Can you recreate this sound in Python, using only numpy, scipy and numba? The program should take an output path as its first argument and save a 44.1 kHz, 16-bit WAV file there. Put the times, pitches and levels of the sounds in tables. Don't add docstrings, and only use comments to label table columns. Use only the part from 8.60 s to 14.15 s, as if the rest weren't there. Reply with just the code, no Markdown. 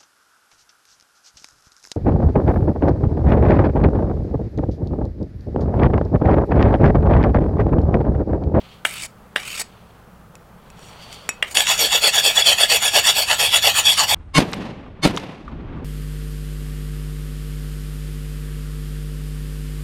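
import sys
import numpy as np
from scipy import signal
from scipy.fft import rfft, irfft
from scipy.io import wavfile
from numba import njit

SR = 44100
rng = np.random.default_rng(int(sys.argv[2]) if len(sys.argv) > 2 else 0)


def store_wav(level_fs):
    pcm = np.round(np.clip(np.atleast_2d(level_fs), -1, 1) * 32767)
    wavfile.write(sys.argv[1], SR, pcm.T.astype(np.int16))


N = 244572
TIME = np.arange(N) / SR

# start t/s, level/dB, edge-mode gain/dB, nominal bending f/Hz
STROKES = [(2.93, -23, 1.5, 736), (3.056, -23, 2, 850), (3.169, -22.5, 5, 494), (3.295, -23.5, 4.5, 686),
           (3.405, -22.5, 3.5, 593), (3.519, -23, 6, 698), (3.621, -21.5, 1.7, 610),
           (3.737, -23.5, 2.5, 714), (3.841, -21, 4.5, 624), (3.962, -23.5, 5, 705),
           (4.074, -21.5, 3.5, 630), (4.198, -23.5, 5, 735), (4.313, -20.5, -0.5, 673),
           (4.429, -23, 8.5, 794), (4.540, -22.5, 0.5, 710), (4.661, -25.5, -5, 820),
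           (4.771, -21, 7.5, 704), (4.901, -24, 6.5, 750), (5.011, -22, 0.5, 710), (5.138, -22, -2.5, 1020),
           (5.23, -23.5, 10.5, 846), (5.358, -22, -8, 945), (5.467, -23, 2.5, 855)]
# f/Hz, bandwidth/Hz, push gain/dB, pull gain/dB, wipe gain/dB
BLADE_MODES = [(1150, 590, -14.5, -33.5, -5), (1390, 104, -7.5, -14.5, -4), (1698, 74, -5, -9, -35),
               (1958, 313, -2, -4, -11), (2290, 356, -9, -3.5, -7.5), (2575, 103, -1, 0.5, -31),
               (2880, 390, 2.5, -1.5, -4.5), (3154, 160, -3, 2.5, -5), (3390, 153, 0, -0.5, -10),
               (3857, 330, -3.5, -5.5, -3), (4504, 118, -1, 0.5, -6), (5660, 105, -7.5, -5, -9.5),
               (6924, 146, -7, -5.5, -8), (7775, 87, -11.5, -8, -5.5), (8310, 240, -16.5, -11, -4.5),
               (9600, 180, -8, -9, -20), (10140, 1100, -18.5, -16.5, -6.5), (11270, 220, -14, -9, -10.5),
               (11730, 1250, -14.5, -15.5, -13), (12760, 370, -16, -9, -29), (13980, 110, -22, -31, -16),
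               (14120, 380, -13.5, -13.5, -10)]
# t/s, level/dB
GRAIN_CATCHES = [(2.9705, 2.5), (3.005, -4), (3.070, -9), (4.712, -5), (4.729, -8.5), (4.959, -4)]
# f/Hz, spectrum level/dB
GRIT_SPECTRUM = [(350, -4), (700, -5.5), (1500, -2.5), (3000, -1), (5000, 3.5), (9000, 1.5), (13000, -31),
                 (15800, -5.5)]
BEND_GLIDE = [(.27, 1.06, 1.315), (.53, 0.93, 0.96), (.77, 1.12, .9)]
# t/s, level/dB, half-width/s
SQUEAKS = [(3.008, -10, 0.0034), (3.444, -12, 0.0053), (3.779, -4.5, 0.0061), (3.825, -7.5, 0.0044),
           (4.036, -7.5, 0.0032), (4.488, -7.5, 0.0064), (4.96, -5.5, 0.0036), (5.047, -13, .009),
           (5.282, -8.5, 0.011)]
# start t/s, duration/s, level/dB, dulling on landing/dB, tip t/s, swell at the tip/dB
WIPES = [(0.249, 0.22, -35.5, 5.5, 0.43, -0.5), (0.758, 0.27, -33.5, 26, 1.009, 6),
         (2.829, 0.1137, -38.5, 29, 2.921, -1)]
# t/s, level/dB, f/Hz
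KNOCKS = [(0.2515, 1, 1540), (0.2546, -2.5, 2220), (0.761, 0.5, 1660), (2.8252, -6, 2740),
          (2.8270, 1, 1950)]
# f/Hz, level/dB, T60/s
CLACK_MODES = [(740, -24, 0.011), (2570, -9.5, 0.0064), (2800, -12.5, 0.026), (3320, -11, 0.013),
               (5500, -18.5, 0.002), (7580, -31, 0.027), (8600, -28, 0.04), (11400, -34, 0.0063),
               (13600, -33, .01)]
# t/s, level/dB, damping factor (about 1 when free)
TAPS = [(1.012, -14, 1.6), (1.754, -19.5, 3.5), (2.102, -25, 2.2), (2.193, -26, 3), (2.528, -15.5, 3.3),
        (2.691, 0.5, 0.92)]
# f/Hz, level/dB, T60/s
FREE_MODES = [(680, -16, 0.0015), (2100, -0.5, 0.0019), (2570, -21, 0.1), (3710, -40, 0.13),
              (5650, -19, 0.034), (6971, -18, 0.034), (7730, -23.5, 0.052), (8260, -22, .012),
              (9800, -22.5, 0.029), (11500, -25, .014), (14000, -33, .016)]
# t/s, half-width/s, level/dB, treble gain/dB
GLOVE_SLIDES = [(2.263, 0.075, -57.5, 11), (2.43, 0.021, -47, -15), (2.536, 0.019, -43.5, -2),
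                (2.55, 0.17, -50.5, -5)]
# f/Hz, bandwidth/Hz, level/dB
GLOVE_MODES = [(3250, 650, -1), (4500, 140, -2.5), (5670, 370, -10), (6950, 150, -12), (8000, 450, -11.5)]
# f/Hz, bandwidth/Hz, level at the first stroke/dB, level at the last/dB
ARM_BANDS = [(55.6, 26, -47, -59), (91.3, 19, -63.5, -40.5), (125, 33, -57, -56.5)]
# t/s, level/dB
SLEEVE_LEVELS = [(0, -52.5), (.4, -52.5), (1.1, -52), (1.9, -52), (2.25, -46.5), (5.55, -46)]
# f/Hz, spectrum level/dB
RUB_SPECTRUM = [(120, -3), (200, -8.5), (348, -10), (407, -5.5), (854, -4), (985, -5.5), (1120, -6),
                (6000, -38), (7800, -72), (13200, -120)]
# t/s, half-width/s, level/dB
SWISHES = [(0.045, 0.13, -49.5), (1.077, .2, -60.5), (2.455, .26, -49.5)]
# f/Hz, spectrum level/dB
SWISH_SPECTRUM = [(880, -33), (1500, -16), (2020, -6.5), (3270, -0.5), (3820, -8.5), (4500, -5.5),
                  (5050, -16), (8250, -24), (15000, -34)]
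# f/Hz, bandwidth/Hz, level/dB
HUM_BANDS = [(58.7, 4.8, -56), (174.6, 8.8, -55), (212, 6.4, -60.5)]
# f/Hz, spectrum level/dB
ROOM_SPECTRUM = [(15, -16), (30, -3), (50, -17), (110, 0), (230, -7.5), (300, -14.5), (500, -11),
                 (800, -38), (1200, -12), (2000, -27), (4300, -33.5), (15000, -34)]

TOUCH_S, ATTACK_S, LAST_TURN_S = 2.943, 0.0076, 5.58
FASTEST_PULL, FASTEST_PUSH = 0.43, 0.46
PULL_TREBLE_DB, PUSH_TREBLE_DB = 1.53, 4
BITE_DB, BITE_S = 4, 0.017
FLEX_DB, FLEX_PER_EDGE_DB = -4.5, -0.37
FLEX_LAG_DB, FLEX_BUILD_S = 6, 0.12
SQUEAK_HZ, SQUEAK_WAVER = 3397, 0.0069
SING_DB, SING_SPREAD_DB = -7.5, 3.5
LANDING_DB, SETTLE_S, LIFT_S, TIP_S = 17.5, 0.018, 0.0099, 0.016
SLIDE_BRIGHT_DB, GATHER_BRIGHT_DB, TIP_BRIGHT_DB = 0.5, 4.5, 4.5
FULL_WIPE_S = 0.23
CONTACT_END_HZ, CONTACT_MID_HZ = 1900, 2740
WIPE_FLEX_END_DB, WIPE_FLEX_MID_DB = -6, -22


def honing():
    start, stroke_db, stroke_edge_db, mid_hz = np.transpose(STROKES)
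    turns = np.append(start, LAST_TURN_S)
    length = np.diff(turns)
    fastest = start + np.resize([FASTEST_PULL, FASTEST_PUSH], len(start)) * length
    half_strokes = np.sort(np.append(turns, fastest))
    phase = np.interp(TIME, half_strokes, np.arange(len(half_strokes)) / 2)
    velocity = np.sin(np.pi * phase)
    speed = np.abs(velocity)
    pull = np.clip(0.5 + 1.9 * velocity, 0, 1)
    held = np.ravel([start + 0.2 * length, start + 0.8 * length], order="F")
    level_db = np.interp(TIME, held, np.repeat(stroke_db, 2))
    edge_db = np.interp(TIME, held, np.repeat(stroke_edge_db, 2))
    age = np.maximum(TIME - TOUCH_S, 0)
    touching = np.minimum(age / ATTACK_S, 1)
    effort = touching * from_db(level_db + BITE_DB * np.exp(-age / BITE_S) + 1.38 * drift(46))
    friction = effort * (0.21 + np.tanh(1.084 * speed ** 2.08))
    grains = grit(per_s=14000, spread_db=3)
    catches = from_db(11.5) * cut(clicks(GRAIN_CATCHES), 3700, "low", order=1)
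    gains_db = stroke_gains(pull, speed, edge_db)
    steel = from_db(-1) * blade(grains * friction + catches, gains_db, wander_db=3, detune=0.0038)
    hiss = from_db(-5) * coloured(grains, GRIT_SPECTRUM) * friction
    lag_db = FLEX_LAG_DB * np.exp(-age / FLEX_BUILD_S)
    flex_db = FLEX_DB + FLEX_PER_EDGE_DB * edge_db + drift(3.8) - lag_db
    load = effort * from_db(flex_db) * (0.085 + speed ** 2.4)
    flexing = bending(load, friction, phase, bend_pitch(start, length, mid_hz))
    return steel + hiss + flexing + touching * arms() + squeaks(effort * speed * from_db(edge_db))


def stroke_gains(pull, speed, edge_db):
    treble_db = PUSH_TREBLE_DB + (PULL_TREBLE_DB - PUSH_TREBLE_DB) * pull
    slow_db = -2.2 * (1 - speed)
    return [push_db + (pull_db - push_db) * pull
            + (hz > 5000) * treble_db + (hz > 9000) * slow_db + (3200 < hz < 3600) * edge_db
            for hz, _, push_db, pull_db, _ in BLADE_MODES]


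def blade(force, gains_db, wander_db, detune):
    out = np.zeros(N)
    for k, ((hz, width_hz, *_), db) in enumerate(zip(BLADE_MODES, gains_db)):
        drive = force * from_db(db + wander_db * drift(10.1))
        mode_hz = hz * (1 + detune * drift(6.7))
        out += (-1) ** k * resonance(drive, mode_hz, width_hz)
    return cut(out, 840, "high")


def bending(load, friction, phase, bend_hz):
    drive = grit(per_s=6000, spread_db=1) * load
    mid_stroke = np.sin(np.pi * (phase % 1) ** 1.54) ** 2
    gliding = from_db(3.5) * resonance(drive, bend_hz, width_hz=210)
    deep = from_db(-6.5) * resonance(drive * mid_stroke, 0.635 * bend_hz, width_hz=127)
    steady = from_db(-11) * resonance(grit(per_s=6500, spread_db=5) * friction, 750, width_hz=260)
    return cut(cut(gliding - deep + steady, 310, "high", order=4), 1900, "low")


def bend_pitch(start, length, mid_hz):
    fraction, *ratios = np.transpose(BEND_GLIDE)
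    times = start[:, None] + length[:, None] * fraction
    pitches = [hz * ratios[k % 2] for k, hz in enumerate(mid_hz)]
    return np.interp(TIME, times.ravel(), np.ravel(pitches))


def squeaks(drive):
    swell = sum(from_db(db) * bell(s, half_s) for s, db, half_s in SQUEAKS)
    chance_db = SING_DB + SING_SPREAD_DB * np.minimum(drift(38.7), 1.5)
    swell = np.maximum(swell, drive * from_db(chance_db))
    hz = SQUEAK_HZ * (1 + SQUEAK_WAVER * drift(30))
    angle = 2 * np.pi * np.cumsum(hz) / SR
    return swell * (np.sin(angle) + from_db(-17) * swell * np.sin(2 * angle))


def wipes():
    pressure, bright_db, arch = sum(wipe_motion(*row) for row in WIPES)
    contact_hz = CONTACT_END_HZ + (CONTACT_MID_HZ - CONTACT_END_HZ) * arch
    flex_db = WIPE_FLEX_END_DB + (WIPE_FLEX_MID_DB - WIPE_FLEX_END_DB) * arch
    effort = pressure * from_db(2.9 * drift(88))
    grains = grit(per_s=9000, spread_db=3)
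    force = grains * effort
    gains_db = [db + bright_db * np.clip(np.log2(hz / 3000), -0.2, 1) for hz, *_, db in BLADE_MODES]
    steel = from_db(-9.5) * blade(force, gains_db, wander_db=3.5, detune=0.0065)
    contact = from_db(-6 + 3.9 * arch) * cut(resonance(force, contact_hz, width_hz=450), 5000, "low")
    flexing = from_db(flex_db - 2.5) * cut(resonance(force, 780, width_hz=390), 1900, "low")
    hiss = from_db(-7 + 0.92 * bright_db) * effort * coloured(grains, GRIT_SPECTRUM)
    crackle = resonance(grit(per_s=7500, spread_db=11), 5140, width_hz=900)
    tip = cut(from_db(-13.5 + bright_db) * effort * crackle, 6400, "low")
    return steel + contact + flexing + hiss + tip


def wipe_motion(start, length, level_db, dull_db, tip_s, tip_db):
    age = np.clip(TIME - start, 0, length)
    fraction = age / length
    touching = (age > 0) * np.clip((length - age) / LIFT_S, 0, 1)
    landing, tip = np.exp(-age / SETTLE_S), bell(tip_s, TIP_S)
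    pressure = from_db(level_db + LANDING_DB * landing + tip_db * tip)
    slide_db = SLIDE_BRIGHT_DB + GATHER_BRIGHT_DB * fraction ** 2
    bright_db = slide_db - dull_db * np.sqrt(landing) + TIP_BRIGHT_DB * tip
    arch = np.sin(np.pi * fraction ** 1.3) * min(length / FULL_WIPE_S, 1)
    return touching * np.array([pressure, bright_db, arch])


def knocks():
    blows = clicks([(s, db) for s, db, _ in KNOCKS])
    dull = sum(ring(clicks([(s, db)]), hz, t60=0.008) for s, db, hz in KNOCKS)
    hard = struck(blows, CLACK_MODES)
    return cut(from_db(-2) * dull + hard, 340, "high", order=1)


def taps():
    return sum(struck(clicks([(s, db)]), FREE_MODES, damping) for s, db, damping in TAPS)


def glove():
    body = sum(from_db(db) * bell(s, half_s) for s, half_s, db, _ in GLOVE_SLIDES)
    treble = sum(from_db(db + treble_db) * bell(s, half_s) for s, half_s, db, treble_db in GLOVE_SLIDES)
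    grains = grit(per_s=16000, spread_db=4)
    return sum(resonance(grains * from_db(db) * (treble if hz > 5000 else body), hz, width_hz)
               for hz, width_hz, db in GLOVE_MODES)


def arms():
    first_s = STROKES[0][0]
    progress = np.clip((TIME - first_s) / (LAST_TURN_S - first_s), 0, 1)
    return sum(from_db(first_db + (last_db - first_db) * progress) * narrow_noise(hz, width_hz)
               for hz, width_hz, first_db, last_db in ARM_BANDS)


def sleeves():
    rub_db = np.interp(TIME, *np.transpose(SLEEVE_LEVELS))
    rub = from_db(rub_db + drift(15)) * coloured(rng.standard_normal(N), RUB_SPECTRUM)
    swing = sum(from_db(db) * bell(s, half_s) for s, half_s, db in SWISHES)
    swing += from_db(rub_db - 19.5)
    swish = swing * from_db(2 * drift(38)) * coloured(grit(per_s=8300, spread_db=-0.5), SWISH_SPECTRUM)
    return rub + swish


def workshop(x, t60, wall_hz, first_s):
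    t = TIME[:SR // 2]
    onset = np.clip(t / first_s - 1, 0, 1)
    tail = rng.standard_normal(len(t)) * from_db(-60 * t / t60) * onset
    tail = cut(tail / np.sqrt(np.sum(tail ** 2)), wall_hz, "low", order=1)
    return signal.fftconvolve(x, tail)[:N]


def background():
    hum = sum(from_db(db) * narrow_noise(hz, width_hz) for hz, width_hz, db in HUM_BANDS)
    return hum + from_db(-50.5) * coloured(rng.standard_normal(N), ROOM_SPECTRUM)


def grit(per_s, spread_db):
    sizes = from_db(spread_db * np.minimum(rng.exponential(1, N), 4))
    return rms_one((rng.random(N) < per_s / SR) * sizes * rng.choice([-1, 1], N))


def clicks(rows):
    out = np.zeros(N)
    for s, db in rows:
        out[round(s * SR)] += from_db(db)
    return out


def struck(force, modes, damping=1):
    return sum((-1) ** k * from_db(db) * ring(force, hz, t60 / damping)
               for k, (hz, db, t60) in enumerate(modes))


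def ring(x, hz, t60):
    r, w = from_db(-60 / (t60 * SR)), 2 * np.pi * hz / SR
    return signal.lfilter([0, np.sin(w)], [1, -2 * r * np.cos(w), r * r], x + 1e-18)


def resonance(x, hz, width_hz):
    return glide(x, 2 * np.pi * hz / SR * np.ones(N), np.exp(-np.pi * width_hz / SR))


@njit
def glide(x, w, r):
    y = np.zeros(len(x))
    gain = np.sqrt((1 - r * r) / 2)
    for i in range(2, len(x)):
        y[i] = gain * (x[i] - x[i - 2]) + (1 + r * r) * np.cos(w[i]) * y[i - 1] - r * r * y[i - 2]
    return y


def narrow_noise(hz, width_hz):
    band = resonance(rng.standard_normal(N), hz, 2 * width_hz)
    return rms_one(resonance(band, hz, 2 * width_hz))


def drift(rate_hz):
    step, warm_up = 40, 2000
    r = np.exp(-2 * np.pi * rate_hz * step / SR)
    noise = rng.standard_normal(N // step + warm_up + 2)
    slow = signal.lfilter([1], [1, -2 * r, r * r], noise)[warm_up:]
    return np.interp(np.arange(N) / step, np.arange(len(slow)), rms_one(slow))


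def coloured(x, spectrum):
    hz, db = np.transpose(spectrum)
    bins = np.maximum(np.fft.rfftfreq(N, 1 / SR), 1)
    gain = from_db(np.interp(np.log(bins), np.log(hz), db))
    return rms_one(irfft(rfft(x) * gain, N))


def cut(x, hz, kind, order=2):
    return signal.sosfilt(signal.butter(order, hz, kind, fs=SR, output="sos"), x)


def bell(s, half_s):
    return np.exp(-np.minimum(((TIME - s) / half_s) ** 2, 60))


def from_db(db):
    return 10 ** (np.asarray(db) / 20)


def rms_one(x):
    return x / np.sqrt(np.mean(x ** 2) + 1e-20)


def scene():
    work = honing() + wipes() + knocks() + taps() + glove()
    room = from_db(-14) * workshop(work, t60=0.21, wall_hz=6070, first_s=0.0012)
    return (work + room + sleeves() + background())[None]


def record(dry):
    cutoff_hz = 15750
    steep = signal.ellip(10, 0.1, 80, cutoff_hz, fs=SR, output="sos")
    return signal.sosfilt(steep, np.clip(dry, -1, 1))


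dry = scene()
out = record(dry)
store_wav(out)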